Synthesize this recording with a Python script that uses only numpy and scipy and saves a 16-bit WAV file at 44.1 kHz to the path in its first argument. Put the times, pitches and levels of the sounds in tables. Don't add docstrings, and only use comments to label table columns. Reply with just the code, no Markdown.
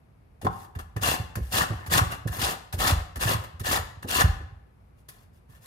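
import sys
import numpy as np
from scipy import signal
from scipy.fft import rfft, irfft, next_fast_len
from scipy.io import wavfile
from scipy.ndimage import map_coordinates

SR = 44100
rng = np.random.default_rng(int(sys.argv[2]) if len(sys.argv) > 2 else 0)


def file_out(sig):
    cols = np.atleast_2d(sig).T
    lim = np.clip(cols, -1, 1)
    pcm = np.round(lim * 32767).astype(np.int16)
    wavfile.write(sys.argv[1], SR, pcm)


N = 249955
TIME = np.arange(N) / SR
SIZE = next_fast_len(N + SR)
HZ = np.fft.rfftfreq(SIZE, 1 / SR)

# start_s, thump_level_db, settled_pitch_hz, dull_knock_level_db, rock_back_against_thump_db
THUMPS = [(0.423, -39, 100, -31.5, -21), (0.443, -25, 92, -22.5, -14), (0.467, -25.5, 115, -33, -18.5),
          (0.759, -27, 85, -37, -10.5), (0.96, -24, 106, -33, -12.5), (1.079, -31, 101, -41.5, -15.5),
          (1.196, -24.5, 106, -37.5, -10.5), (1.366, -24.5, 98, -26.5, 1), (1.536, -30, 92, -40, -11),
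          (1.702, -23, 108, -28.5, -11.5), (1.879, -29, 85.5, -41, -14.5),
          (1.961, -24.5, 121, -40.5, -16.5), (2.012, -16, 100.7, -38.5, -11), (2.254, -22, 115, -28.5, -5),
          (2.386, -28.5, 103, -47, -6), (2.735, -24, 90, -28.5, -2), (2.919, -15, 82, -41, -6),
          (3.163, -29, 62, -33, -0.5), (3.253, -21.5, 110, -43, -9.5), (3.345, -22.5, 102, -41.5, -13),
          (3.539, -35.5, 76, -52.5, -11), (3.605, -27.5, 101, -35, -9), (3.789, -26.5, 85, -47, -10.5),
          (3.972, -36.5, 90, -58.5, -14.5), (4.042, -33, 98, -28, -10.5), (4.24, -10.5, 83.7, -31, -8.5),
          (4.399, -33, 69, -42, -13), (4.519, -41, 101, -63, -9.5), (5.491, -44.5, 113, -66.5, -7)]


def gain_of(db):
    return 10 ** (np.asarray(db) / 20)


def evened(x):
    return x / np.sqrt(np.mean(np.abs(x) ** 2) + 1e-20)


def read(points, hz):
    point_hz, value = np.transpose(points)
    return np.interp(np.log(hz + 1), np.log(point_hz + 1), value)


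def add(mix, s, sound):
    part = mix[max(round(s * SR), 0):][:len(sound)]
    part += sound[:len(part)]


def colour(x, gain):
    log_gain = np.log(np.maximum(gain, 1e-5))
    cepstrum = irfft(log_gain, SIZE)
    cepstrum[1:SIZE // 2] *= 2
    cepstrum[SIZE // 2 + 1:] = 0
    response = np.exp(rfft(cepstrum))
    return irfft(rfft(x, SIZE) * response, SIZE)[:N]


def ring(x, modes):
    out = np.zeros_like(x)
    for hz, db, t60 in modes:
        decay = gain_of(-60 / (t60 * SR))
        pole = decay * np.exp(2j * np.pi * hz / SR)
        resonance = signal.lfilter([1 - decay], [1, -pole], x + 1e-18).real
        out += 2 * gain_of(db) * resonance
    return out


def wander(rate_hz):
    knots = rng.standard_normal(N // 50)
    return evened(map_coordinates(knots, [TIME * 2 * rate_hz + 5], order=2))


def shifting(x, paths, rate_hz):
    shares = np.array([wander(rate_hz) for path in paths])
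    shares /= np.linalg.norm(shares, axis=0)
    return sum(signal.oaconvolve((x * share)[None], path, axes=1)[:, :N]
               for share, path in zip(shares, paths))


def quiet_kitchen(level_db=-55.5):
    # frequency_hz, relative_density_db_per_hz
    floor_colour = [(15, -37.5), (25, -12), (54, 5), (106, 1), (309, -15), (927, -20), (1810, -29),
                    (2300, -29), (3180, -38), (7480, -47), (11200, -40), (15000, -50.5)]
    noise = rfft(rng.standard_normal((2, SIZE)))
    return gain_of(level_db) * evened(irfft(noise * gain_of(read(floor_colour, HZ)), SIZE)[:, :N])


def kitchen(x, build_s=0.0011, drift_hz=14, count=7):
    # frequency_hz, t60_s
    band_t60 = [(100, 0.58), (500, 0.7), (1300, 0.68), (3500, 0.56), (8000, 0.44), (15000, 0.34)]
    hz, t, bands = signal.stft(rng.standard_normal((count, 2, SR)), SR, nperseg=256)
    decay = gain_of(-60 * t / read(band_t60, hz)[:, None])
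    tails = signal.istft(bands * decay, SR, nperseg=256)[1][..., :SR]
    tails *= 1 - np.exp(-(TIME[:SR] / build_s) ** 2)
    return shifting(x, tails / np.linalg.norm(tails[0, 0]), drift_hz)


def ports(pair):
    # frequency_hz, share (below 0 counts as 0)
    likeness = [(100, 1), (250, 0.35), (450, -0.88), (900, 0.3), (1300, 0.2), (3000, 0), (5000, 0.15),
                (8500, 0.29), (11200, 0.9)]
    # frequency_hz, lead_rad
    lead = [(200, 0), (550, -.5), (900, -2.8), (1400, -3.6), (2400, -3.6), (3100, -3.1), (6200, 0),
            (7800, .8), (9800, -3.14), (11300, -6.28), (12650, -9.42), (14100, -12.57), (15500, -15.7)]
    # frequency_hz, difference_db
    balance = [(60, 0), (180, -2.5), (380, 4.5), (700, 1), (1500, 5), (2300, 1.5), (4400, 7.5), (9000, 1),
               (15000, -1)]
    left, other = rfft(pair, SIZE)
    same = np.clip(read(likeness, HZ), 0, 1)
    tilt = gain_of(read(balance, HZ) / 2)
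    right = same * left + np.sqrt(1 - same ** 2) * other
    right = right * np.exp(-1j * read(lead, HZ))
    return irfft([left * tilt, right / tilt], SIZE)[:, :N]


def board(drag, rise_s=0.0034, fall_s=0.01, sag=0.28, sag_s=0.0031):
    # pitch_hz, peak_gain_db, t60_s
    board_modes = [(57, -4, 0.083), (77.9, -1.5, 0.33), (104.9, -2.5, 0.42), (166, 2.5, 0.21),
                   (250, -4.5, 0.17)]
    rock_s, rock_pitch = .042, 0.63
    shudder_db, shudder_hz, shudder_width_hz = -13.5, 79.5, 92
    blows, t = np.zeros(N), TIME[:SR // 4]
    shape = (1 - np.exp(-t / rise_s)) ** 2 * np.exp(-t / fall_s)
    shape = shape / shape.max()
    for s, db, hz, _, rock_db in THUMPS:
        turns = np.cumsum(hz * (1 + sag * np.exp(-t / sag_s))) / SR
        thump = -shape * np.sin(2 * np.pi * turns)
        rock = -shape * np.sin(2 * np.pi * rock_pitch * turns)
        add(blows, s, gain_of(db) * thump)
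        add(blows, s + rock_s, gain_of(db + rock_db) * rock)
    shudder_band = 1 / (1 + (2 * (HZ - shudder_hz) / shudder_width_hz) ** 4)
    shudder = evened(colour(rng.standard_normal(N), shudder_band))
    blows += gain_of(shudder_db) * drag * shudder
    return gain_of(-1.5) * blows + gain_of(-0.5) * ring(blows, board_modes)


def knocks(rise_s=0.0027, fall_s=0.019, lag_s=.003):
    # frequency_hz, relative_density_db_per_hz
    knock_colour = [(80, -28.5), (180, -0.5), (300, 0.5), (480, -5), (800, -8), (1500, -30), (5000, -60)]
    force, t = np.zeros(N), TIME[:SR // 8]
    shape = (1 - np.exp(-t / rise_s)) * np.exp(-t / fall_s)
    for s, _, _, knock_db, _ in THUMPS:
        add(force, s + lag_s, gain_of(knock_db) * shape)
    burst = force * rng.standard_normal(N)
    return gain_of(-4.5) * colour(burst, evened(gain_of(read(knock_colour, HZ))))


def clack(start_s=0.465, level_db=-20.5, rise_s=0.0026, fall_s=0.0049):
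    # frequency_hz, relative_density_db_per_hz
    clack_colour = [(150, -8), (450, -5.5), (780, 1.5), (1000, 9), (1250, -4.5), (1600, -12), (3000, -18.5),
                    (6000, -31), (15000, -46)]
    t = np.maximum(TIME - start_s, 0)
    force = (1 - np.exp(-t / rise_s)) * np.exp(-t / fall_s)
    burst = force / force.max() * rng.standard_normal(N)
    return gain_of(level_db) * colour(burst, evened(gain_of(read(clack_colour, HZ))))


def contact(start, end, rise_s, release_db_per_s):
    rise = np.sin(np.pi / 2 * np.clip((TIME - start) / rise_s, 0, 1)) ** 2
    return rise * gain_of(-release_db_per_s * np.maximum(TIME - end, 0))


def landings(rise_s=.0022, fall_s=0.013):
    # start_s, relative_fizz_peak_db, relative_sheet_drive_peak_db
    touches = [(0.412, -46, -43), (0.4445, -46, -34.5), (0.749, -53, -45.5), (0.7862, -43, -35.5),
               (0.961, -48, -33), (1.3517, -37, -31), (1.8604, -41, -39.5), (2.271, -39, -35),
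               (2.7237, -32.5, -32.5), (3.1549, -38.5, -36.5), (3.435, -50, -40.5), (3.5937, -39.5, -39),
               (4.0233, -49, -38.5), (5.0833, -40.5, -49.5), (5.656, -45.5, -45)]
    out, t = np.zeros((2, N)), TIME[:SR // 10]
    shape = (1 - np.exp(-t / rise_s)) ** 2 * np.exp(-t / fall_s)
    for s, *levels in touches:
        for layer, db in zip(out, levels):
            add(layer, s, gain_of(db) * shape / shape.max())
    return out


def rubbing(rise_s=0.04, release_db_per_s=399):
    # start_s, length_s, relative_fizz_db, relative_sheet_drive_db
    rubs = [(0.495, .15, -55, -56), (1.4, 0.14, -52, -57), (1.65, 0.19, -94, -46), (2.016, 0.056, -66, -50),
            (2.094, 0.028, -42, -28.5), (2.301, 0.086, -39.5, -38.5), (2.95, 0.054, -70, -41),
            (3.375, 0.043, -65, -56), (4.752, .15, -90, -78.5), (4.957, 0.04, -66.5, -73.5),
            (5.084, 0.15, -65, -63.5), (5.314, 0.06, -66, -77), (5.474, 0.099, -61.5, -61.5),
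            (5.599, 0.076, -56, -60)]
    return sum(gain_of([[fizz_db], [drive_db]]) * contact(s, s + length, rise_s, release_db_per_s)
               for s, length, fizz_db, drive_db in rubs)


def bump(s, width_s):
    return np.exp(-np.minimum(((TIME - s) / width_s) ** 2, 20))


def stroking():
    # start_s, deepest_bite_s, end_s, relative_force_db,
    # swell_start_to_end_db, slip_depth_db (negative: a surge), extra_sheet_drive_db
    strokes = [(1.004, 1.086, 1.15, -27.5, -11.5, 1.5, 1.5), (1.507, 1.585, 1.624, -27, -4.5, 0, 1.5),
               (1.892, 1.985, 1.985, -24.5, -3.5, 0, 2.5), (2.38, 2.453, 2.526, -31.5, -8, -2, 1),
               (2.771, 2.878, 2.913, -27.5, -1.5, 0.5, 2), (3.187, 3.3, 3.335, -29, -3.5, 6.5, 2.5),
               (3.628, 3.724, 3.768, -29.5, 0, 2, 2), (4.063, 4.212, 4.215, -29, 7, -0.5, 0.5)]
    rise_s, release_db_per_s = 0.049, 562
    slip_share, slip_s = .67, 0.017
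    bite_db, bite_s = 3.5, 0.011
    sheet_swell_db, sheet_release_db_per_s = 4.5, 381
    hiss, drive = np.zeros((2, N))
    for start, bite, end, db, swell_db, slip_db, sheet_db in strokes:
        travel = np.clip((TIME - start) / (end - start), 0, 1) - .5
        slip = bump(start + slip_share * (bite - start), slip_s)
        force_db = db + swell_db * travel - slip_db * slip + bite_db * bump(bite, bite_s)
        hiss += gain_of(force_db) * contact(start, end, rise_s, release_db_per_s)
        drive_db = force_db + sheet_db + sheet_swell_db * travel
        drive += gain_of(drive_db) * contact(start, end, rise_s, sheet_release_db_per_s)
    return hiss, drive


def tears(per_s, spread_db, catch_db, catch_hz, smear):
    size = gain_of(spread_db * np.minimum(rng.exponential(1, N), 4))
    snaps = size * rng.choice([-1, 1], N) * (rng.random(N) < per_s / SR)
    slide = smear * rng.standard_normal(N)
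    return evened((evened(snaps) + slide) * gain_of(catch_db * wander(catch_hz)))


def scatter(x, spread_s, drift_hz, count=4):
    smears = rng.standard_normal((count, 2, SR // 25)) * np.exp(-TIME[:SR // 25] / spread_s)
    paths = rfft(smears)
    paths = irfft(paths / np.abs(paths))
    paths = np.roll(paths, SR // 2000, axis=2)[..., :SR // 50]
    return shifting(x, paths, drift_hz)


def flexing(x, travel_hz=6):
    # pitch_hz, peak_gain_db, t60_s
    face_modes = [(765, 0, .045), (1000, -8, .035), (1745, 4, .035), (2750, -4, .018)]
    face = sum(ring(x * np.abs(wander(travel_hz)), [mode]) for mode in face_modes)
    return gain_of(-2.0) * (x + face)


def grater(stroke_hiss, stroke_drive, split_hz=2200, hiss_db=3.5, drive_db=0.52):
    # frequency_hz, relative_density_db_per_hz
    rasp_colour = [(60, -2.5), (170, -5), (380, -8), (650, -3.5), (880, -7), (1100, 2), (1400, -5.5),
                   (1720, -5), (2250, -10.5), (2800, -6), (4000, -9.5), (5300, -12), (11500, -11.5),
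                   (15500, -15.5)]
    # frequency_hz, relative_density_db_per_hz
    fizz_colour = [(500, -34.5), (2000, -3), (5000, -5.5), (8000, -5.5), (11000, 0), (15500, -7)]
    # pitch_hz, peak_gain_db, t60_s
    steel_modes = [(748, 3, .3), (790, -1, .3), (880, -3, .12), (945, -3, .25), (1015, -5, .3),
                   (1061, -1, .3), (1167, -2, .35), (1285, -2, .45), (1330, -3, .35), (1460, -3, .2),
                   (1628, -6, .12), (1720, 2, .22), (1807, -2, .16), (2805, -5, .1), (2920, -8, .08),
                   (3490, -7, .1), (3795, -8, .1), (4090, -7, .08), (4506, -8, .08)]
    light_hiss_db, steel_db = -10.5, 1.2
    fizz, light_drive = rubbing() + landings()
    peel = tears(per_s=3200, spread_db=1.0, catch_db=1.2, catch_hz=69.7, smear=.35)
    tugs = tears(per_s=1600, spread_db=2.5, catch_db=0.5, catch_hz=59.97, smear=0.43)
    rasp = gain_of(read(rasp_colour, HZ))
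    low = 1 / (1 + (HZ / split_hz) ** 8)
    hiss = gain_of(hiss_db) * stroke_hiss + gain_of(light_hiss_db) * light_drive
    drive = gain_of(drive_db) * stroke_drive + light_drive
    sound = colour(peel * hiss, evened(rasp * np.sqrt(1 - low)))
    sound += colour(peel * fizz, evened(gain_of(read(fizz_colour, HZ))))
    sound += colour(tugs * drive, evened(rasp * np.sqrt(low)))
    pair = scatter(sound + clack(), spread_s=.0012, drift_hz=149.63)
    return gain_of(-1.0) * (flexing(pair) + gain_of(steel_db) * ring(pair, steel_modes))


def scene():
    hiss, drive = stroking()
    thumps, knock = board(hiss), knocks()
    rasp = grater(hiss, drive)
    boom = gain_of(-9.0) * thumps
    room = kitchen(gain_of(-11.0) * (rasp[0] + knock) + boom)
    return ports(rasp + thumps + knock + room + quiet_kitchen())


def record(dry, low_cut_hz=38, edge_hz=15850):
    low_cut = signal.butter(4, low_cut_hz, "high", fs=SR, output="sos")
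    lean = signal.sosfilt(low_cut, dry)
    band_limit = signal.firwin(511, edge_hz, window=("kaiser", 9), fs=SR)
    return signal.oaconvolve(lean, band_limit[None], "same")


dry = scene()
out = record(dry)
file_out(out)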